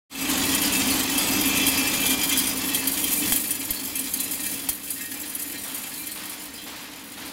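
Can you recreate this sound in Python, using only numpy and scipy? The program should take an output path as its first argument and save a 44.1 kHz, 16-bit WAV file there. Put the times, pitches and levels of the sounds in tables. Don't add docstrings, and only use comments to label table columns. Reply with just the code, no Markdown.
import sys
import numpy as np
from scipy import signal
from scipy.fft import rfft, irfft, next_fast_len
from scipy.io import wavfile
from scipy.ndimage import uniform_filter1d

SR = 44100
rng = np.random.default_rng(int(sys.argv[2]) if len(sys.argv) > 2 else 0)


def pcm_store(signal):
    levels = np.round(np.clip(np.atleast_2d(signal), -1, 1) * 32767)
    wavfile.write(sys.argv[1], SR, levels.astype(np.int16).T)


N = 322812
TIME = np.arange(N) / SR

# frequency in Hz, relative level in dB.
CHUTE_MODES = [(7930, -4), (9290, 0), (9570, -5), (9730, -1), (10450, -4), (10977, -1), (11304, -4),
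               (11882, -3), (12180, -1), (12455, -3), (14249, -6)]
LIP_MODES = [(1690, 0), (1860, 3.5), (2100, 1), (2370, 2), (2634, 1), (3190, 2), (3439, -3), (4015, 2.5),
             (4294, 0), (4450, -2), (4909, 1), (5185, 0), (5580, -2), (7090, 3)]
# frequency in Hz, relative density in dB.
TICK_SPECTRUM = [(1000, -44), (4000, -10), (7900, -4), (8600, -4.5), (9400, 2), (12800, 0.5), (14500, -2),
                 (16000, -4.5)]
CLANK_SPECTRUM = [(300, -18), (1400, -12), (2400, -2), (3200, 1), (5100, 1), (8000, -4.5), (16000, -45)]


def trough(din_db, sing_start_s=1.41, sing_end_s=2.47, sing_edge_s=.044):
    # frequency in Hz, relative level in dB, time to decay by 60 dB in seconds.
    trough_modes = [(2095, -10, .12), (2355, -9, .7), (2388, -9, .9), (2520, -8, .12), (2636, 0, .17),
                    (3140, -1.5, .08), (3283, -4, .6), (3439, -5, .25), (4908, -6.5, .2), (5860, -9, .3),
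                    (6220, -7, .3)]
    # frequency in Hz, relative density in dB.
    rattle_spectrum = [(500, -11.5), (1400, -2), (2000, 3), (3300, 4), (3700, 1), (4300, 1.5), (5100, 2.5),
                       (5450, 0), (7600, 1), (10000, -12.5), (16000, -26)]
    hits = impacts(per_s=650 * from_db(din_db / 2), spread_db=6.5, bunching=.6)
    heavy_hits = impacts(per_s=60, spread_db=3.5, bunching=.6)
    spell = np.clip(np.minimum(TIME - sing_start_s, sing_end_s - TIME) / sing_edge_s, 0, 1)
    ringing = evened(modes(heavy_hits, trough_modes), size=SR // 2)
    leading = evened(ring(hits * rng.standard_normal(N), hz=2388, t60=.6))
    rattle = evened(struck(hits, rattle_spectrum, t60=.066))
    return (from_db(-33.5 + 1.2 * din_db + 4.5 * spell) * ringing
            + from_db(-37) * spell * leading
            + from_db(-26.8 + 1.33 * din_db) * rattle)


def patter(stream_db):
    hits = impacts(per_s=340, spread_db=5.7, bunching=.9)
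    ticks = rms_one(struck(hits, TICK_SPECTRUM, t60=.045))
    ringing = from_db(-10.5) * modes(hits, CHUTE_MODES, t60=.075)
    return from_db(-28.5 + .84 * stream_db) * evened(ticks + ringing)


def hard_landings(clink_hz=3180):
    # start in seconds, relative tick level in dB, relative clank and clink level in dB.
    landings = [(0.5472, -12, -27), (0.618, -13, -27), (0.7223, -16, -23), (0.9038, -13, -25),
                (1.1792, -9.5, -20), (1.4098, -13, -24), (1.6656, -10, -21), (1.6824, -9, -23),
                (2.0638, -13, -26), (2.1046, -14, -19), (2.2338, -12, -19), (2.2928, -16, -20),
                (2.3236, -14, -19), (2.3735, -10, -22), (2.3884, -11, -22), (2.4704, -12, -28),
                (2.7457, -9.5, -19), (2.872, -10, -26), (3.0396, -13, -21), (3.1279, -11.5, -30),
                (3.3214, -7.5, -20), (3.3599, -9, -29), (3.5064, -10, -32), (3.705, -11.5, -32),
                (3.9544, -16, -30), (3.9909, -14, -37), (4.137, -12, -37), (4.2014, -14, -40),
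                (4.31, -16, -38), (4.4629, -14, -33), (4.688, -9.5, -33), (4.9038, -16, -44),
                (5.3503, -16.5, -39), (5.4211, -18, -46), (5.745, -21, -41), (6.0701, -20, -39),
                (6.295, -22, -42)]
    # mean delay in seconds, gain in dB.
    contacts = [(0, 0), (.003, -4.5), (.007, -7), (.039, -10)]
    out, hits = np.zeros(N + SR), np.zeros(N)
    for start_s, tick_db, clink_db in landings:
        tick = sheet(TICK_SPECTRUM, t60=.05, tail_db=-18, rise_s=.0003, uneven_db=4)
        clank = sheet(CLANK_SPECTRUM, t60=.07, tail_db=-14)
        blow = from_db(tick_db - 7.5) * tick + from_db(clink_db - 8.5) * clank
        for delay_s, db in contacts:
            at = int((start_s + delay_s * rng.uniform(.85, 1.15)) * SR)
            hits[at] = from_db(tick_db + db)
            out[at:at + len(blow)] += from_db(db) * blow
    strikes = [(start_s, clink_db - 2, clink_hz) for start_s, _, clink_db in landings]
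    clinks = lip_strikes(strikes, t60=.096, attack_s=.0012)
    return out[:N] + from_db(-40) * modes(hits, CHUTE_MODES, t60=.09) + clinks


def lip_tinkle(stream_db):
    hits = impacts(per_s=65, spread_db=3.5, bunching=.7)
    ringing = modes(hits, LIP_MODES, t60=.15)
    clanks = from_db(-1.5) * rms_one(struck(hits, CLANK_SPECTRUM, t60=.07))
    return from_db(-39.7 + .5 * stream_db) * evened(ringing + clanks, size=SR // 2)


def lip_pings():
    # start in seconds, level at the favoured pitch in dB, that pitch in Hz.
    strikes = [(0.515, -29, 3439), (0.55, -28, 2634), (0.64, -27, 4909), (0.75, -27, 2634),
               (0.904, -26, 4370), (1.185, -27, 4909), (1.195, -26, 3439), (1.275, -25, 2634),
               (1.505, -25, 2634), (1.68, -24, 2634), (1.76, -28, 4909), (1.79, -22, 2634),
               (2.324, -24, 3439), (2.38, -28, 4909), (3.17, -30, 2355), (3.758, -33, 4400),
               (3.945, -34, 2355), (4.185, -34, 4015), (4.995, -38, 1860), (5.004, -38, 2634),
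               (5.042, -37, 1860), (5.155, -37, 2400), (5.555, -41, 4015), (5.935, -39.5, 4100),
               (5.99, -37, 2355), (5.69, -40, 3190), (6.09, -42, 4294), (6.55, -41, 4909),
               (6.575, -41, 4015), (6.58, -38, 3190)]
    return lip_strikes(strikes, t60=.28, attack_s=.005)


def lip_strikes(strikes, t60, attack_s, fall_db_per_octave=80):
    out, t = np.zeros(N + SR), TIME[:SR // 4]
    hz = np.transpose(LIP_MODES)[0]
    envelope = np.minimum(t / attack_s, 1) * from_db(-60 * t / t60)
    partials = np.sin(2 * np.pi * np.outer(hz, t)) * envelope
    for start_s, db, favoured_hz in strikes:
        gains = from_db(db - fall_db_per_octave * abs(np.log2(hz / favoured_hz)))
        at = int(start_s * SR)
        out[at:at + len(t)] += (gains * rng.choice([-1, 1], len(hz))) @ partials
    return out[:N]


def radiated(x):
    # centre frequency in Hz, width in Hz.
    dead_bands = [(2920, 90), (3700, 260), (5400, 380), (6060, 170)]
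    for hz, width in dead_bands:
        x = signal.lfilter(*signal.iirnotch(hz, hz / width, fs=SR), x)
    return x


def hopper(din_db):
    # frequency in Hz, width in Hz, relative level in dB.
    panel_modes = [(204, 12, -10.5), (245, 32, -9), (296, 30, -2), (314, 30, -12), (472, 28, -18)]
    # frequency in Hz, level against the drone at full din in dB, dB gained per dB of din.
    hum_tones = [(100, -19, 0), (755, -19, .6)]
    # frequency in Hz, relative density in dB.
    boom_spectrum = [(25, -27), (60, -0.5), (130, -6.5), (190, 4.5), (400, -3.5), (700, -7.5), (3000, -65)]
    rumble_spectrum = [(400, 0), (700, -2.5), (850, 3.5), (1200, 1), (1500, -7.5), (2500, -1),
                       (6000, -16.5)]
    # time of the peak in seconds, rise in dB.
    swells = [(0.4, 2), (0.91, 2.5), (1.36, 3), (1.62, 2.5), (3.28, 3.5), (5.19, 3), (5.55, 4.5),
              (7.26, 7.5)]
    wall = from_db(2.3 + .36 * din_db) * panel(hz=268, width_hz=16)
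    panels = wall + sum(from_db(db) * panel(hz, width) for hz, width, db in panel_modes)
    hum = sum(from_db(db + slope * din_db) * np.sqrt(2) * np.sin(2 * np.pi * (hz * TIME + rng.random()))
              for hz, db, slope in hum_tones)
    drone = evened(panels, size=SR // 3) + hum + from_db(-6.5) * noise(boom_spectrum)
    rumble = from_db(-31 + 1.45 * din_db) * noise(rumble_spectrum)
    return from_db(-29.5 + din_db + bumps(swells, width_s=.11)) * drone + rumble


def close_knocks(bump_hz=38, bump_t60=.069):
    # start in seconds, thud gain in dB, crack gain in dB.
    knocks = [(3.322, -38, -16.5), (3.705, -33, -28), (4.689, -30, -21.5)]
    out, t = np.zeros(N + SR), TIME[:SR // 4]
    bump = from_db(5 - 60 * t / bump_t60) * np.sin(2 * np.pi * bump_hz * t)
    for start_s, thud_db, crack_db in knocks:
        thud = sheet([(35, 2), (80, -2), (200, -5), (2000, -48)], t60=.061, tail_db=-22, uneven_db=3)
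        crack = sheet([(200, -4), (1600, -2), (16000, -19)],
                      t60=.015, tail_db=-37, rise_s=.00051, uneven_db=4)
        at = int(start_s * SR)
        out[at:at + len(t)] += from_db(thud_db) * (bump + thud) + from_db(crack_db) * crack
    return out[:N]


def far_machine(period_s=.508, beat_at_s=5.135, attack_s=.0061, hold_s=.035, fade_s=.38):
    # frequency in Hz, relative density in dB.
    swish_spectrum = [(200, -17), (500, -3.5), (900, 5), (1500, 1.5), (4000, 1.5), (7000, -8), (16000, -22)]
    age = (TIME - beat_at_s) % period_s
    stroke = np.minimum(age / attack_s, 1) * np.exp(-np.maximum(age - hold_s, 0) / fade_s)
    level_db = in_time([(5.04, -45), (5.6, -39)])
    return from_db(level_db) * stroke * noise(swish_spectrum)


def hall():
    # frequency in Hz, relative density in dB.
    hall_spectrum = [(25, 6), (90, 12), (500, 9.5), (1000, 0), (2000, 10.5), (4000, 2.5), (16000, -14)]
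    return from_db(-48.5) * noise(hall_spectrum)


def impacts(per_s, spread_db, bunching, drive_hz=49.97):
    stroke = np.exp(bunching * np.sin(2 * np.pi * drive_hz * TIME - 2 * np.pi / 3))
    landed = rng.random(N) < per_s * stroke / stroke.mean() / SR
    return landed * from_db(spread_db * np.clip(rng.standard_normal(N), -2, 2))


def struck(hits, spectrum, t60, dwell_s=.05, spots=22):
    visit = (TIME / dwell_s + 2 * rng.random(N)).astype(int)
    spot = rng.integers(0, spots, N)[visit]
    blows = [rms_one(sheet(spectrum, t60, tail_db=-9)) for _ in range(spots)]
    return sum(signal.oaconvolve(hits * (spot == k), blow)[:N] for k, blow in enumerate(blows))


def sheet(spectrum, t60, tail_db, rise_s=.0033, uneven_db=4.5, tail_t60=.22):
    t, hz = TIME[:SR // 4], np.geomspace(30, 16000, num=220)
    points_hz, points_db = np.transpose(spectrum)
    colour_db = np.interp(np.log(hz), np.log(points_hz), points_db)
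    colour_db += uneven_db * rng.standard_normal(len(hz))
    fading = from_db(-60 * t / t60) + from_db(tail_db - 60 * t / tail_t60)
    return noise(np.column_stack([hz, colour_db]), size=len(t)) * fading * (1 - np.exp(-t / rise_s))


def modes(hits, table, t60=None):
    at, out = np.flatnonzero(hits), 0
    strengths = rng.standard_normal((len(at), len(table)))
    for (hz, db, *own_t60), strength in zip(table, strengths.T):
        force = np.zeros(N)
        force[at] = hits[at] * strength
        out = out + from_db(db) * rms_one(ring(force, hz, t60 or own_t60[0]))
    return rms_one(out)


def panel(hz, width_hz):
    t60 = np.log(1000) / np.pi / width_hz
    return rms_one(ring(ring(rng.standard_normal(N), hz, t60), hz, t60))


def ring(force, hz, t60):
    radius, angle = from_db(-60 / (t60 * SR)), 2 * np.pi * hz / SR
    feedback = [1, -2 * radius * np.cos(angle), radius * radius]
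    return signal.lfilter([np.sin(angle), 0, -np.sin(angle)], feedback, force + 1e-18)


def noise(spectrum, size=N):
    hz, db = np.transpose(spectrum)
    length = next_fast_len(size, True)
    bins = np.maximum(np.fft.rfftfreq(length, 1 / SR), 1)
    gain = from_db(np.interp(np.log(bins), np.log(hz), db)) * bins / np.hypot(bins, 20)
    return rms_one(irfft(rfft(rng.standard_normal(length)) * gain, length)[:size])


def evened(x, size=SR // 7):
    return x / np.sqrt(np.abs(uniform_filter1d(x * x, size=size)) + 1e-12)


def rms_one(x):
    return x / np.sqrt(np.mean(x ** 2) + 1e-20)


def from_db(db):
    return 10 ** (np.asarray(db) / 20)


def in_time(curve):
    return np.interp(TIME, *np.transpose(curve))


def bumps(table, width_s):
    return sum(db * np.exp(-((TIME - centre_s) / width_s) ** 2) for centre_s, db in table)


def scene(full_din_db=-24, full_stream_db=-30):
    # time in seconds, relative dB.
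    din_level_curve = [(0.35, -25), (1.78, -25.5), (2.93, -30), (3.32, -30), (3.41, -34.5), (4.65, -35),
                       (4.8, -40), (6.99, -42), (7.1, -44.5)]
    stream_level_curve = [(0.45, -29.5), (2.17, -29), (2.78, -30.5), (3.27, -25.5), (3.75, -35),
                          (4.48, -31.5), (4.68, -36.5), (6.02, -37.5), (6.94, -50.5), (7.3, -46)]
    # centre in seconds, change in dB.
    dips = [(1.09, -2.5), (4.79, -4.5)]
    din_db = in_time(din_level_curve) - full_din_db
    stream_db = in_time(stream_level_curve) - full_stream_db
    steady = hopper(din_db) + trough(din_db) + radiated(lip_tinkle(stream_db) + patter(stream_db))
    steady *= from_db(bumps(dips, width_s=.052))
    blows = radiated(hard_landings()) + lip_pings() + close_knocks()
    return (steady + blows + far_machine() + hall())[None]


def record(dry, silence_s=.095, fade_in_s=.23, cutoff_hz=15780):
    opening = np.clip((TIME - silence_s) / fade_in_s, 0, 1)
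    low_pass = signal.ellip(12, .1, 80, cutoff_hz, fs=SR, output="sos")
    return signal.sosfilt(low_pass, dry * opening)


dry = scene()
out = record(dry)
pcm_store(out)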